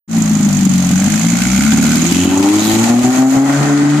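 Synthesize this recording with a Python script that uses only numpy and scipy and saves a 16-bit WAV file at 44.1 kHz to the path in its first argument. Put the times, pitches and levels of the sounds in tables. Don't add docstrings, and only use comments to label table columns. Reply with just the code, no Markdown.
import sys
import numpy as np
from scipy import signal
from scipy.fft import rfft, irfft, next_fast_len
from scipy.io import wavfile
from scipy.ndimage import minimum_filter1d, map_coordinates

SR = 44100
rng = np.random.default_rng(int(sys.argv[2]) if len(sys.argv) > 2 else 0)


def to_wav(s):
    ch = np.atleast_2d(s).T
    pcm = np.round(np.clip(ch, -1, 1) * 32767)
    wavfile.write(sys.argv[1], SR, pcm.astype(np.int16))


N = 176400

# t/s, firing rate/Hz
FIRING_RATE = [(0.1, 56.34), (0.28, 53.56), (0.76, 45.9), (0.92, 44.82), (1.0, 47.54), (1.2, 55.07),
               (1.5, 62.99), (1.72, 74.2), (1.9, 76.8), (2.07, 85.54), (2.41, 96.33), (2.5, 101.7),
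               (2.8, 113.3), (3.12, 127.8), (3.4, 135.8), (3.62, 143.5), (3.87, 144.7), (4.0, 149.4)]
CYLINDERS = [0.47, -0.11, 0.36, -0.61, 0.76, -0.27]
# t/s, then relative level/dB of orders 1-6 of the firing rate
ORDER_LEVELS = [(0.15, -39, -28, -17, -14.5, -34, -46), (0.75, -36, -28.5, -20.5, -12, -19, -23.5),
                (0.95, -40, -29.5, -24, -9.5, -27, -27), (1.1, -33, -25, -19, -17, -26, -27),
                (1.25, -44, -28.5, -14, -17.5, -27.5, -44), (1.5, -26, -25.5, -15, -19.5, -29, -60),
                (1.75, -30, -24, -10, -43, -65, -71), (2.08, -33, -17, -18.5, -22, -59, -48),
                (2.25, -23.5, -19, -19, -21, -53, -46), (2.5, -36.5, -28, -10, -25.5, -53, -48),
                (2.64, -22, -19.5, -14.5, -40, -50, -44), (2.78, -17, -14.5, -12, -27, -41, -51),
                (2.88, -29.5, -15, -26.5, -42, -59, -29), (3.26, -28, -12, -31, -68, -31.5, -25),
                (3.5, -20.5, -11, -34, -30, -44, -27.5), (3.6, -14.5, -22, -30, -30, -30, -40),
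                (3.72, -15, -8.5, -24, -39, -37, -52), (3.98, -16, -13, -37, -52, -61, -36)]
# start/s, end/s, extra boom level/dB
SURGES = [(2.365, 2.605, 6), (2.893, 3.032, 10), (3.038, 3.131, 10), (3.182, 3.313, 8), (3.362, 3.477, 8)]
# t/s, lag of left behind right/s
LEFT_LAG = [(1.3, -0.0001), (2.3, -0.00004), (3.2, 0.00016)]
# t/s, level/dB, share heard from behind (0-1)
LOPE = [(.15, -14.5, 0.16), (1, -17, 0.02), (1.7, -13.5, 0), (2.2, -17, 0.93), (3.1, -21, 1), (4, -17, 1)]
# f/Hz, gain/dB
PIPE_SIDE = [(25, -33), (70, -24), (120, -14), (170, -5.5), (215, 8.5), (270, 0.5), (340, -20.5),
             (430, -50.5), (800, -22), (4000, -110)]
# f/Hz, gain/dB
PIPE_REAR = [(25, -23), (70, -25), (130, -16), (220, 5), (290, 5), (365, -6), (450, -19), (800, -43),
             (4000, -110)]
# t/s, relative rasp level/dB, relative clatter level/dB
MID_LEVELS = [(0.15, -38.5, -32), (0.8, -27.5, -32.5), (1.68, -31, -30.5), (2.4, -22.5, -29.5),
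              (3.45, -21, -24), (3.6, -22.5, -24), (4.0, -42, -26)]
# f/Hz, gain/dB
RASP_SPECTRUM = [(250, -49.5), (430, -5), (500, -4), (590, 3), (670, -7), (770, 5.5), (850, -5),
                 (960, -8.5), (1250, -7), (2000, -37), (9000, -87)]
# f/Hz, gain/dB
CLATTER_SPECTRUM = [(350, -18), (600, 11), (1000, 7.5), (1450, 8.5), (1650, 2.5), (1900, 7.5), (2500, -8.5),
                    (3200, -18), (9000, -50)]
# t/s, relative spray level/dB, relative hiss level/dB
TREBLE_LEVELS = [(0.15, -36, -36.5), (1.1, -31, -27.5), (2.17, -28.5, -24.5), (2.32, -34.5, -28.5),
                 (2.55, -28.5, -27), (2.62, -30, -27.5), (2.88, -30, -26.5), (3.33, -33, -28.5),
                 (3.45, -33.5, -31.5), (4.0, -35, -36.5)]
# f/Hz, gain/dB
SPRAY_SPECTRUM = [(1200, -22), (2300, 1.5), (4200, -1.5), (8000, -3.5), (10000, -8.5), (14500, -15)]
# f/Hz, left minus right/dB
SPRAY_PAN = [(2000, 10.5), (2900, -2.5), (4300, 3), (6000, -0.5), (8500, 3), (11000, 3.5), (14000, -2)]
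# f/Hz, gain/dB
HISS_SPECTRUM = [(4000, -15), (5600, -1.5), (6250, 8.5), (6700, 13), (7200, 9.5), (7900, -2),
                 (12000, -42.5)]
# t/s, left minus right/dB
HISS_PAN = [(0, -36), (1.8, -17), (2.7, -14.5), (4, -17.5)]
# start/s, end/s, f/Hz, width/Hz, level/dB
BUZZES = [(0.88, 1.302, 1640, 350, -29.5), (0.96, 2.126, 2210, 356, -29), (1.281, 2.045, 1466, 148, -28),
          (2.083, 2.377, 2874, 600, -27), (2.307, 2.606, 900, 147.9, -24.5), (2.597, 3.025, 850, 59, -27),
          (2.57, 2.762, 3820, 701, -27), (2.608, 2.76, 12440, 2985, -30.5)]
# f/Hz, gain/dB
TICK_SPECTRUM = [(2000, -25), (5000, -6), (7500, 1), (10000, -2), (12000, 0), (14500, -4)]
# t/s, level/dB
TICK_LEVEL = [(0.15, -34.5), (0.8, -33.5), (2.1, -34), (2.4, -37.5), (2.85, -40), (3.3, -33), (3.7, -52)]
# t/s, level/dB
SNAPS = [(1.102, -24), (1.14, -25), (1.773, -22), (1.827, -19), (1.854, -31), (1.957, -15)]
# t/s, level/dB
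BUMPS = [(2.73, -28), (3.04, -26), (3.37, -25)]
# f/Hz, time to fall 60 dB/s
WALL_DECAY = [(150, 0.22), (1500, 0.12), (10000, 0.087)]
# t/s, level over the direct sound/dB, before each layer's offset
ECHO_LEVEL = [(0, -10.5), (2, -9), (3, -3.5), (4, -4.5)]


def boom(turn, flutter_db, drift_rad, smear_rad, level_db):
    lag_cycles = np.array([[.5], [-.5]]) * curves(LEFT_LAG)[0] * curves(FIRING_RATE)[0]
    turn = turn - lag_cycles
    tone = 0
    for order, db in enumerate(curves(ORDER_LEVELS), 1):
        gain = amp(db + flutter_db * wobble(21.95))
        phase = 2 * np.pi * order * turn - smear_rad * order ** 2
        tone = tone + gain * np.sin(phase + drift_rad * wobble(20.73))
    return amp(level_db + surge()) * tone * pan(db=1.83)


def surge(attack_s=0.01, release_s=0.035):
    t = np.arange(N) / SR
    return sum(db * np.clip(np.minimum((t - start) / attack_s, (end - t) / release_s), 0, 1)
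               for start, end, db in SURGES)


def lope(turn):
    db, rear = curves(LOPE)
    rear = np.clip(rear, 0, 1)
    beat = pulses(turn, mean=0, uneven=0.43, scatter=0.32)
    pipe = np.sqrt(1 - rear) * colour(beat, PIPE_SIDE) + np.sqrt(rear) * colour(beat, PIPE_REAR)
    return amp(db) * pipe * pan(db=0.5)


def rasp(turn):
    beat = pulses(turn, mean=0.32, uneven=0.44, scatter=0.46)
    return amp(curves(MID_LEVELS)[0] - 6.5 + 0.66 * surge()) * colour(beat, RASP_SPECTRUM) * pan(db=6.0)


def clatter(turn):
    noise = puffs(turn, decay_s=0.0016, uneven_db=5.5, scatter_db=1.5, steady=0.55, spread=0.58)
    return amp(curves(MID_LEVELS)[1] + 1.5) * colour(noise, CLATTER_SPECTRUM) * pan(db=1.5)


def hiss(turn):
    spray_db, hiss_db = curves(TREBLE_LEVELS)
    spray = puffs(turn, decay_s=0.0032, uneven_db=-5.0, scatter_db=7.0, steady=1.0, spread=1.0)
    spray = colour(spray, SPRAY_SPECTRUM)
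    spray = np.array([colour(channel, [(hz, side * db / 2) for hz, db in SPRAY_PAN])
                      for channel, side in zip(spray, (1, -1))])
    ring = puffs(turn, decay_s=0.0052, uneven_db=4.5, scatter_db=2.0, steady=0.11, spread=0.75)
    ring = colour(ring, HISS_SPECTRUM) * pan(curves(HISS_PAN)[0])
    return amp(spray_db + 7.0) * spray + amp(hiss_db - 1.5) * ring


def buzzes(turn):
    t, out = np.arange(N) / SR, 0
    for start, end, hz, width, db in BUZZES:
        noise = puffs(turn, decay_s=0.0025, uneven_db=-2.0, scatter_db=1.0, steady=0, spread=0.44)
        b, a = signal.iirpeak(hz, hz / (1.5 * width), SR)
        ring = unit(signal.lfilter(b, a, signal.lfilter(b, a, noise)))
        progress = np.clip((t - start) / (end - start), 0, 1)
        swell = np.abs(np.sin(np.pi * progress)) ** .5
        out = out + amp(db) * swell * ring
    return out


def ticks(turn, snap_decay_s=0.005):
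    t = np.arange(N) / SR
    train = puffs(turn, decay_s=0.0019, uneven_db=7.5, scatter_db=2.0, steady=0.039, spread=1.0)
    flare = sum(amp(db) * (t > s) * np.exp(-np.abs(t - s) / snap_decay_s) for s, db in SNAPS)
    snaps = flare * colour(rng.standard_normal((2, N)), TICK_SPECTRUM)
    return amp(curves(TICK_LEVEL)[0]) * colour(train, TICK_SPECTRUM) + snaps


def bumps(half_length_s=0.0078):
    t = np.arange(N) / SR
    shape = sum(amp(db) * np.exp(-((t - s) / half_length_s) ** 2) for s, db in BUMPS)
    low_band = signal.butter(2, (35, 100), "band", fs=SR, output="sos")
    return shape * unit(signal.sosfilt(low_band, rng.standard_normal(N)))


def dull_top(x, cutoff_hz=10200, crossfade_s=(3.13, 4.3)):
    dull = signal.sosfiltfilt(signal.butter(2, cutoff_hz, fs=SR, output="sos"), x)
    return x + (dull - x) * np.interp(np.arange(N) / SR, crossfade_s, (0, 1))


def walls(x, offset_db=0, channels=2):
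    hz, t, spectrum = signal.stft(rng.standard_normal((channels, SR // 2)), SR, nperseg=256)
    decay = amp(-60 * t / along(WALL_DECAY, hz)[:, None])
    tail = signal.istft(spectrum * decay, SR, nperseg=256)[1]
    echo = signal.fftconvolve(x, tail / np.linalg.norm(tail[0]), axes=1)[:, :N]
    wet = amp(curves(ECHO_LEVEL)[0] + offset_db)
    return (x + wet * echo) / np.sqrt(1 + wet ** 2)


def pulses(turn, mean, uneven, scatter):
    at = np.flatnonzero(np.diff(np.floor(turn)))
    x = np.zeros(N)
    x[at] = mean + uneven * np.resize(CYLINDERS, len(at)) + scatter * rng.standard_normal(SR)[:len(at)]
    return x / np.sqrt(np.gradient(turn))


def puffs(turn, decay_s, uneven_db, scatter_db, steady, spread):
    firing, part = np.divmod(turn + 0.725, 1)
    age = part / (np.gradient(turn) * SR)
    size_db = uneven_db * np.roll(np.resize(CYLINDERS, SR), 1) + scatter_db * rng.standard_normal(SR)
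    size = amp(size_db)[firing.astype(int)]
    flare = np.exp(-age / decay_s) * (1 - np.exp(-age / 0.0015))
    mid, side = rng.standard_normal((2, N))
    return (steady + size * flare) * np.array([mid + spread * side, mid - spread * side])


def colour(x, points):
    size = 2 * next_fast_len(N // 2 + SR // 4)
    cepstrum = irfft(np.log(amp(along(points, np.fft.rfftfreq(size, 1 / SR)))))
    cepstrum[1:size // 2] *= 2
    cepstrum[size // 2 + 1:] = 0
    return unit(irfft(rfft(x, size) * np.exp(rfft(cepstrum)))[..., :N])


def amp(db):
    return 10 ** (np.asarray(db) / 20)


def unit(x):
    return x / np.sqrt(np.mean(x ** 2) + 1e-20)


def along(points, hz):
    f, values = np.transpose(points)
    return np.interp(np.log(hz + 1), np.log(f + 1), values)


def curves(rows):
    times, *columns = np.transpose(rows)
    return [np.interp(np.arange(N) / SR, times, column) for column in columns]


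def wobble(rate):
    return map_coordinates(rng.standard_normal(N // 100), [np.arange(N) * rate / SR], mode="wrap")


def pan(db):
    return amp(np.array([[.5], [-.5]]) * db)


def scene():
    turn = np.cumsum(curves(FIRING_RATE)[0]) / SR
    drone = boom(turn, flutter_db=1.86, drift_rad=0.13, smear_rad=1.45, level_db=2.5)
    drone = walls(drone, offset_db=-9, channels=1)
    body = walls(lope(turn) + rasp(turn))
    noise = walls(clatter(turn) + dull_top(hiss(turn)) + buzzes(turn))
    return drone + body + noise + ticks(turn) + bumps()


def record(dry, fade_s=(0.077, 0.16), ceiling=0.56, hold_s=0.012, response_s=0.0054, top_hz=14900):
    x = dry * np.interp(np.arange(N) / SR, fade_s, (0, 1))
    bass = signal.sosfiltfilt(signal.butter(2, 1000, fs=SR, output="sos"), x.mean(0))
    hold = int(hold_s * SR)
    cut = 1 - minimum_filter1d(ceiling / np.maximum(np.abs(bass), ceiling), hold, origin=(hold - 1) // 2)
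    pole = np.exp(-1 / (response_s * SR))
    x = x * (1 - signal.lfilter([1 - pole], [1, -pole], cut))
    x = x / (1 + np.abs(x) ** 8) ** (1 / 8)
    size = next_fast_len(N + SR // 2)
    passband = np.fft.rfftfreq(size, 1 / SR) < top_hz
    return irfft(rfft(x, size) * passband, size)[:, :N]


dry = scene()
out = record(dry)
to_wav(out)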